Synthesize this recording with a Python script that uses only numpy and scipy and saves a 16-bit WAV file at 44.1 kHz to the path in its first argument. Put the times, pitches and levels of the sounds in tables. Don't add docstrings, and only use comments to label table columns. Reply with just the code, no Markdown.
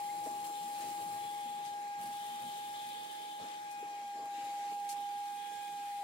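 import sys
import numpy as np
from scipy import signal
from scipy.fft import rfft, irfft, next_fast_len
from scipy.io import wavfile
from scipy.ndimage import uniform_filter1d, map_coordinates

SR = 44100
rng = np.random.default_rng(int(sys.argv[2]) if len(sys.argv) > 2 else 0)


def file_out(sig):
    cols = np.atleast_2d(sig).T
    lim = np.clip(cols, -1, 1)
    pcm = np.round(lim * 32767).astype(np.int16)
    wavfile.write(sys.argv[1], SR, pcm)


def magnitude_from_level(level_db):
    exponent = np.asarray(level_db, float) / 20
    return 10 ** exponent


N = 265923
TIME = np.arange(N) / SR

# time in seconds, pitch in Hz, left level in dB, right level in dB.
WHINE_PATH = [(0.03, 821.5, -38, -41), (0.55, 821.8, -40, -42.5), (1.1, 821, -39, -42.2),
              (1.63, 821.5, -40, -43), (2.07, 818, -41.5, -41.5), (2.25, 822.2, -41.5, -43),
              (2.83, 823.8, -43.5, -43.0), (3.07, 828, -47.5, -43), (3.43, 823.7, -44.5, -44.5),
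              (3.58, 826.5, -44.5, -45), (3.83, 820, -42.5, -44), (4.03, 814.4, -43.5, -43.1),
              (4.43, 813.1, -40, -41.5), (4.63, 814.6, -40, -39), (4.97, 814, -42.5, -37.5),
              (5.23, 816.3, -41, -39), (5.43, 818, -47, -40.3), (5.6, 818.4, -46.5, -40.5),
              (6.01, 812.8, -39.5, -41)]
# centre in seconds, half width in seconds, level change in dB.
LEVEL_DIP = (3.085, 0.014, -4.5)
# multiple of the pitch, left dB, right dB.
OVERTONES_AT_REST = [(2, -69, -65.5), (3, -66, -70), (4, -74, -70.5), (5, -77, -83), (8, -79, -84),
                     (9, -77, -78), (10, -82, -85)]
# multiple of the pitch, centre in seconds, half width in seconds, added amplitude in dB.
LEFT_OVERTONE_SWELLS = [(2, 1.167, 0.16, -63.5), (2, 1.88, 0.303, -65), (2, 2.5, .3, -71),
                        (2, 3.9, 0.51, -66), (2, 5.52, 0.75, -64.5), (3, 2.87, 0.19, -65),
                        (3, 3.79, 0.147, -64), (3, 5.66, 0.31, -69), (5, 0.62, 1.1, -67),
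                        (4, 4.03, 0.16, -71), (9, .55, .9, -61.5), (9, 2.7, .33, -70), (9, 4.4, .6, -67.5),
                        (9, 5.65, .25, -67.5), (10, 1.65, 0.17, -71), (10, 3.6, 0.27, -75),
                        (10, 5.8, 0.43, -76)]
# multiple of the pitch, centre in seconds, half width in seconds, added amplitude in dB.
RIGHT_OVERTONE_SWELLS = [(2, 2.01, .15, -63.5), (2, 2.94, 0.62, -68.5)]
# multiple of the pitch, centre in seconds, half width in seconds, subtracted amplitude in dB.
RIGHT_TURNOVERS = [(2, 4.4, 0.3, -62.5), (2, 5.56, 0.24, -58), (3, 5.61, 0.36, -62)]
FREE_HZ = 814
LEAD_RAD, LEAD_RAD_PER_HZ = 0.29, 0.11

# centre in Hz, width in Hz, relative level in dB.
HOSE_MODES = [(116.6, 23.6, -2.5), (179.5, 12.4, 1), (237, 12.4, 2.5), (290.4, 10.6, -1), (328, 16, 4.5),
              (393.8, 11.7, 1), (449, 11, 2.5), (518, 41, -6), (653, 34, -1), (1102, 196, -6)]
# centre in Hz, width in Hz, level per pass in dB.
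NOZZLE_MODES = [(3080, 106, 4.5), (3253, 180, 7.5), (3540, 850, 4)]
# frequency in Hz, relative density in dB per Hz.
RUSH_SPECTRUM = [(80, -24), (200, 0.5), (800, 2), (1050, -1.5), (1450, -0.5), (2200, 2.5), (2800, -0.5),
                 (4000, -2), (5800, -5), (7400, -5), (9000, -18.5), (16000, -34.5)]
# frequency in Hz, relative density in dB per Hz.
HISS_SPECTRUM = [(1000, -22), (3000, -6.5), (6000, -11.5), (10000, -4.5), (13000, -12), (14500, -9.5),
                 (16000, -14.5)]

# frequency in Hz, likeness from 0 to 1.
LIKENESS = [(60, 1), (450, 0.85), (1120, 0), (1430, 0.68), (2000, 0), (3400, 0.28), (15000, 0.06)]
# frequency in Hz, left lead in radians.
LONG_WAVE_LEAD = [(400, 0), (1000, .4), (1250, 3), (1900, 3)]
LAG_S = 0.00024

# time in seconds, hiss level in dB, left over right in dB.
GRIT_STREAM = [(0.03, -53.5, 1.5), (.4, -54.5, 3), (.85, -51, 0.5), (1.3, -54, 3.5), (1.75, -60, 2.5),
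               (1.97, -65, 9), (2.03, -54.5, 2.5), (2.5, -54.5, 3), (3.3, -58.5, 6.5), (3.6, -63.5, 7.5),
               (4.25, -65, 9.5), (4.4, -59.5, 5), (4.75, -60.5, 4), (5.4, -58.5, 2), (6.0, -58, 2)]
FULL_STREAM_DB = -57
LONG_WAVES_DB, SHORT_WAVES_DB, RUSH_DB = -69.5, -64.5, -56.5
HOSE_FOLLOWS, RUSH_FOLLOWS = 0.17, 0.072
HOSE_RECEDES_DB_PER_S = 1.2
# start in seconds, length in seconds, added long waves in dB, added short waves in dB.
HOSE_DRAGS = [(0.24, 0.277, -80, -67.5), (0.773, 0.15, -73.5, -68), (0.98, 0.29, -65, -67),
              (1.971, 0.15, -66, -75), (2.416, 0.076, -63, -92), (3.4, 0.077, -66, -81),
              (3.836, 0.2, -98, -66), (4.149, 0.127, -72, -60), (4.326, 0.186, -78, -75)]
# start in seconds, length in seconds, added amplitude in dB.
FLOOR_SCRAPES = [(0.728, 0.2, -64.5), (3.396, 0.089, -63), (4.338, 0.409, -63)]
# start in seconds, length in seconds, added dB at the start, added dB at the end.
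GAP_WHISTLES = [(0.537, 0.16, -57, -69), (1.17, 0.58, -66, -62.5), (2.123, 0.6, -59, -57),
                (2.742, 0.86, -54, -60.5), (4.956, 0.397, -62, -66.5), (5.367, 0.9, -63, -71)]
OPEN_WHISTLE_DB, EDGE_S = -77, 0.022

PUFFS_PER_S, PUFF_FADE_S, PUFF_DB = 14, 0.014, 1
# centre in seconds, half length in seconds, peak in dB, pitch at the centre in Hz, rise in Hz per second.
CRUMB_SQUEAK = (0.1, .012, -52, 2100, 5001.5)
# start in seconds, level in dB before the envelope, fade length in seconds, centre in Hz.
GRIT_SPRAYS = [(0.238, -54.5, 0.099, 9000), (0.46, -53, 0.035, 10100), (0.805, -52, 0.032, 8000),
               (1.651, -53.5, 0.044, 4470), (2.459, -58, 0.056, 11000), (3.482, -56, 0.097, 1930),
               (3.705, -59, 0.0416, 9970), (4.89, -44.5, 0.044, 7460)]
# time in seconds, strength in dB before shaping, pitch in Hz.
LUMP_KNOCKS = [(0.261, -32, 452), (.268, -31.5, 650), (.271, -36.5, 310), (0.313, -43, 260),
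               (2.42, -50, 208), (3.408, -46, 560), (3.411, -39.5, 174), (3.419, -45, 100),
               (3.434, -49, 330), (3.827, -34.5, 418), (4.191, -42, 505), (4.38, -41.5, 301)]
# centre in Hz, width in Hz, dB per pass.
WALL_MODES = [(380, 620, 8.5)]
# start in seconds, length in seconds, level in dB, pitch in Hz.
PIPING_NOTES = [(1.168, 0.45, -63.5, 3390), (5.372, 0.344, -64, 3344)]
PIPING_WIDTH_HZ = 26


def unit(x):
    return x / np.sqrt(np.mean(x ** 2) + 1e-20)


def along(points, hz):
    f, v = np.transpose(points)
    return np.interp(np.log(hz + 1), np.log(f + 1), v)


def curves(rows):
    s, *columns = np.transpose(rows)
    return [np.interp(TIME, s, column) for column in columns]


def wobble(rate):
    return map_coordinates(rng.standard_normal(N // 100), [np.arange(N) * rate / SR])


def bump(centre, half_width):
    return np.exp(-((TIME - centre) / half_width) ** 2)


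def spell(start, length, db, end_db):
    t = TIME - start
    gate = np.clip(np.minimum(t, length - t) / EDGE_S + 0.5, 0, 1)
    return gate * magnitude_from_level(db + (end_db - db) * np.clip(t / length, 0, 1))


def filtered(x, response):
    m = next_fast_len(N + 8192)
    spectrum = rfft(x, m) * response(np.fft.rfftfreq(m, 1 / SR))
    return irfft(spectrum, m)[..., :N]


def modes(table):
    def response(f):
        total = 0
        for k, (centre, width, db) in enumerate(table):
            damping = 1j * f * width
            total = total + (-1) ** k * magnitude_from_level(db) * damping / (centre ** 2 - f ** 2 + damping)
        return total
    return response


def patchy(patchy_db):
    z = signal.stft(rng.standard_normal((2, N)), nperseg=512)[2]
    field = uniform_filter1d(rng.standard_normal(z.shape[1:]), size=6, axis=0)
    field = uniform_filter1d(field, size=12, axis=1)
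    return signal.istft(z * magnitude_from_level(patchy_db * unit(field)), nperseg=512)[1][:, :N]


def heard(pair, pan_db):
    def blend(hz):
        angle = np.arccos(np.clip(along(LIKENESS, hz), 0, 1)) / 2
        return np.array([np.cos(angle), np.sin(angle)])

    def arrival(hz):
        in_room = hz < LONG_WAVE_LEAD[-1][0]
        return np.exp(-1j * np.where(in_room, along(LONG_WAVE_LEAD, hz), 2 * np.pi * hz * LAG_S))

    direct, diffuse = filtered(pair, blend)
    right = filtered(direct - diffuse, arrival)
    return np.array([direct + diffuse, right]) * magnitude_from_level(np.array([[0.5], [-0.5]]) * pan_db)


def stream_load_db():
    return curves(GRIT_STREAM)[0] - FULL_STREAM_DB


def whine():
    hz, left_db, right_db = curves(WHINE_PATH)
    phase = 2 * np.pi * np.cumsum(hz + 0.663 * wobble(25)) / SR

    def tone(k, gain, lead):
        return np.sqrt(2) * gain * np.sin(k * phase + np.array([lead, -lead]) / 2)

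    gain = magnitude_from_level([left_db + 0.074 * wobble(30), right_db + 0.17 * wobble(34)])
    sound = tone(1, gain, LEAD_RAD + LEAD_RAD_PER_HZ * (hz - FREE_HZ))
    centre, half_width, change_db = LEVEL_DIP
    sound = sound * magnitude_from_level(change_db * bump(centre, half_width))

    gains = {k: magnitude_from_level([[left], [right]]) * np.ones(N) for k, left, right in OVERTONES_AT_REST}
    for side, swells in enumerate([LEFT_OVERTONE_SWELLS, RIGHT_OVERTONE_SWELLS]):
        for k, s, width, db in swells:
            gains[round(k)][side] += magnitude_from_level(db) * bump(s, width)
    for k, s, width, db in RIGHT_TURNOVERS:
        gains[round(k)][1] -= magnitude_from_level(db) * bump(s, width)
    for k, gain in gains.items():
        flutter = magnitude_from_level(1.8 * np.array([wobble(17), wobble(21)]))
        sound = sound + tone(k, gain * flutter, 2 * np.pi * k * hz * LAG_S)
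    return sound


def hose_boom():
    follow_db = HOSE_FOLLOWS * stream_load_db()
    long_gain, short_gain = magnitude_from_level(LONG_WAVES_DB + follow_db), magnitude_from_level(SHORT_WAVES_DB + follow_db)
    for s, length, long_db, short_db in HOSE_DRAGS:
        long_gain = long_gain + spell(s, length, long_db, long_db)
        short_gain = short_gain + spell(s, length, short_db, short_db)
    long_waves = unit(filtered(patchy(1.5), modes(HOSE_MODES[:3]))) * long_gain * magnitude_from_level(1.5 * wobble(18))
    short_waves = unit(filtered(patchy(1.5), modes(HOSE_MODES[3:]))) * short_gain * magnitude_from_level(1.3 * wobble(18))
    receding = magnitude_from_level(-HOSE_RECEDES_DB_PER_S * (np.arange(N) - N / 2) / SR)
    return heard((long_waves + short_waves) * receding, pan_db=-1.1)


def air_rush():
    flow = magnitude_from_level(RUSH_DB + RUSH_FOLLOWS * stream_load_db())
    for s, length, db in FLOOR_SCRAPES:
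        flow = flow + spell(s, length, db, db)
    rush = unit(filtered(patchy(2.1), lambda hz: magnitude_from_level(along(RUSH_SPECTRUM, hz))))
    return heard(rush * flow * magnitude_from_level(0.14 * wobble(8.6)), pan_db=2.5)


def nozzle_whistle():
    narrow = magnitude_from_level(OPEN_WHISTLE_DB) + sum(spell(*row) for row in GAP_WHISTLES)
    gap = modes(NOZZLE_MODES)
    whistle = unit(filtered(patchy(0.6), lambda hz: gap(hz) ** 2))
    return heard(whistle * narrow * magnitude_from_level(0.9 * wobble(40)), pan_db=5.5)


def grit_stream():
    hiss_db, pan_db = curves(GRIT_STREAM)
    struck = rng.random(N) < 0.02
    tick_db = np.minimum(2.0 * rng.exponential(size=N), 12)
    ticks = rng.standard_normal((2, N)) * struck * magnitude_from_level(tick_db)
    grains = patchy(0.64) + 0.6 * unit(ticks)
    stream = unit(filtered(grains, lambda hz: magnitude_from_level(along(HISS_SPECTRUM, hz))))
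    starts = (rng.random(N) < PUFFS_PER_S / SR) * rng.random(N)
    puffs = unit(signal.lfilter([1], [1, -np.exp(-1 / (PUFF_FADE_S * SR))], starts))
    return heard(stream * magnitude_from_level(hiss_db + PUFF_DB * (puffs - puffs.mean())), pan_db)


def crumb_squeak():
    s, half, db, hz, rise = CRUMB_SQUEAK
    t = TIME - s
    return magnitude_from_level(db) * np.exp(-(t / half) ** 4) * np.sin(2 * np.pi * (hz + rise * t / 2) * t)


def grit_sprays():
    sound = np.zeros((2, N))
    for s, db, length, hz in GRIT_SPRAYS:
        grains = magnitude_from_level(2.2 * wobble(300)) * rng.standard_normal((2, N))
        body = modes([(hz, 1.4 * hz, 0)])
        rattle = unit(filtered(grains, lambda f: body(f) / (1 + (f / 13500) ** 8)))
        t = TIME - s
        envelope = np.clip(t / 0.003 + 0.5, 0, 1) * np.exp(-np.abs(t / length) ** 3)
        sound = sound + rattle * magnitude_from_level(db) * envelope
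    return heard(sound, curves(GRIT_STREAM)[1])


def knocks():
    ring, thud, blows = np.zeros(N + SR), np.zeros(N + SR), np.zeros(N)
    t = np.arange(SR // 4) / SR
    for s, db, hz in LUMP_KNOCKS:
        here = slice(round(s * SR), round(s * SR) + len(t))
        ring_gain = magnitude_from_level(db - 60 * t / 0.06) * (1 - np.exp(-t / 0.001))
        ring[here] += ring_gain * np.sin(2 * np.pi * hz * t)
        thud_gain = magnitude_from_level(db + 11 - 60 * t / 0.025) * (1 - np.exp(-t / 0.002))
        thud[here] += thud_gain * rng.standard_normal(len(t))
        blows[round((s + 0.002) * SR)] = -magnitude_from_level(db)
    wall = modes(WALL_MODES)
    sound = 0.5 * ring[:N] + filtered(thud[:N], modes(HOSE_MODES[2:-1]))
    sound = sound + filtered(blows, lambda hz: wall(hz) ** 2)
    return np.array([sound, sound])


def piping():
    sound = np.zeros((2, N))
    for s, length, db, hz in PIPING_NOTES:
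        note = unit(filtered(patchy(0.99), modes([(hz, PIPING_WIDTH_HZ, 0)])))
        sound = sound + note * spell(s, length, db, db)
    return heard(sound, pan_db=8.0)


def scene():
    air = hose_boom() + air_rush() + nozzle_whistle()
    grit = grit_stream() + crumb_squeak() + grit_sprays()
    return whine() + air + grit + knocks() + piping()


def band_limit(x):
    return signal.sosfilt(signal.butter(12, 16070, fs=SR, output="sos"), x)


def record(dry):
    def band(hz):
        return (1j * hz / (75 + 1j * hz)) ** 2 * (hz < 15830)

    mix = filtered(dry, band)
    return band_limit(mix)


dry = scene()
out = record(dry)
file_out(out)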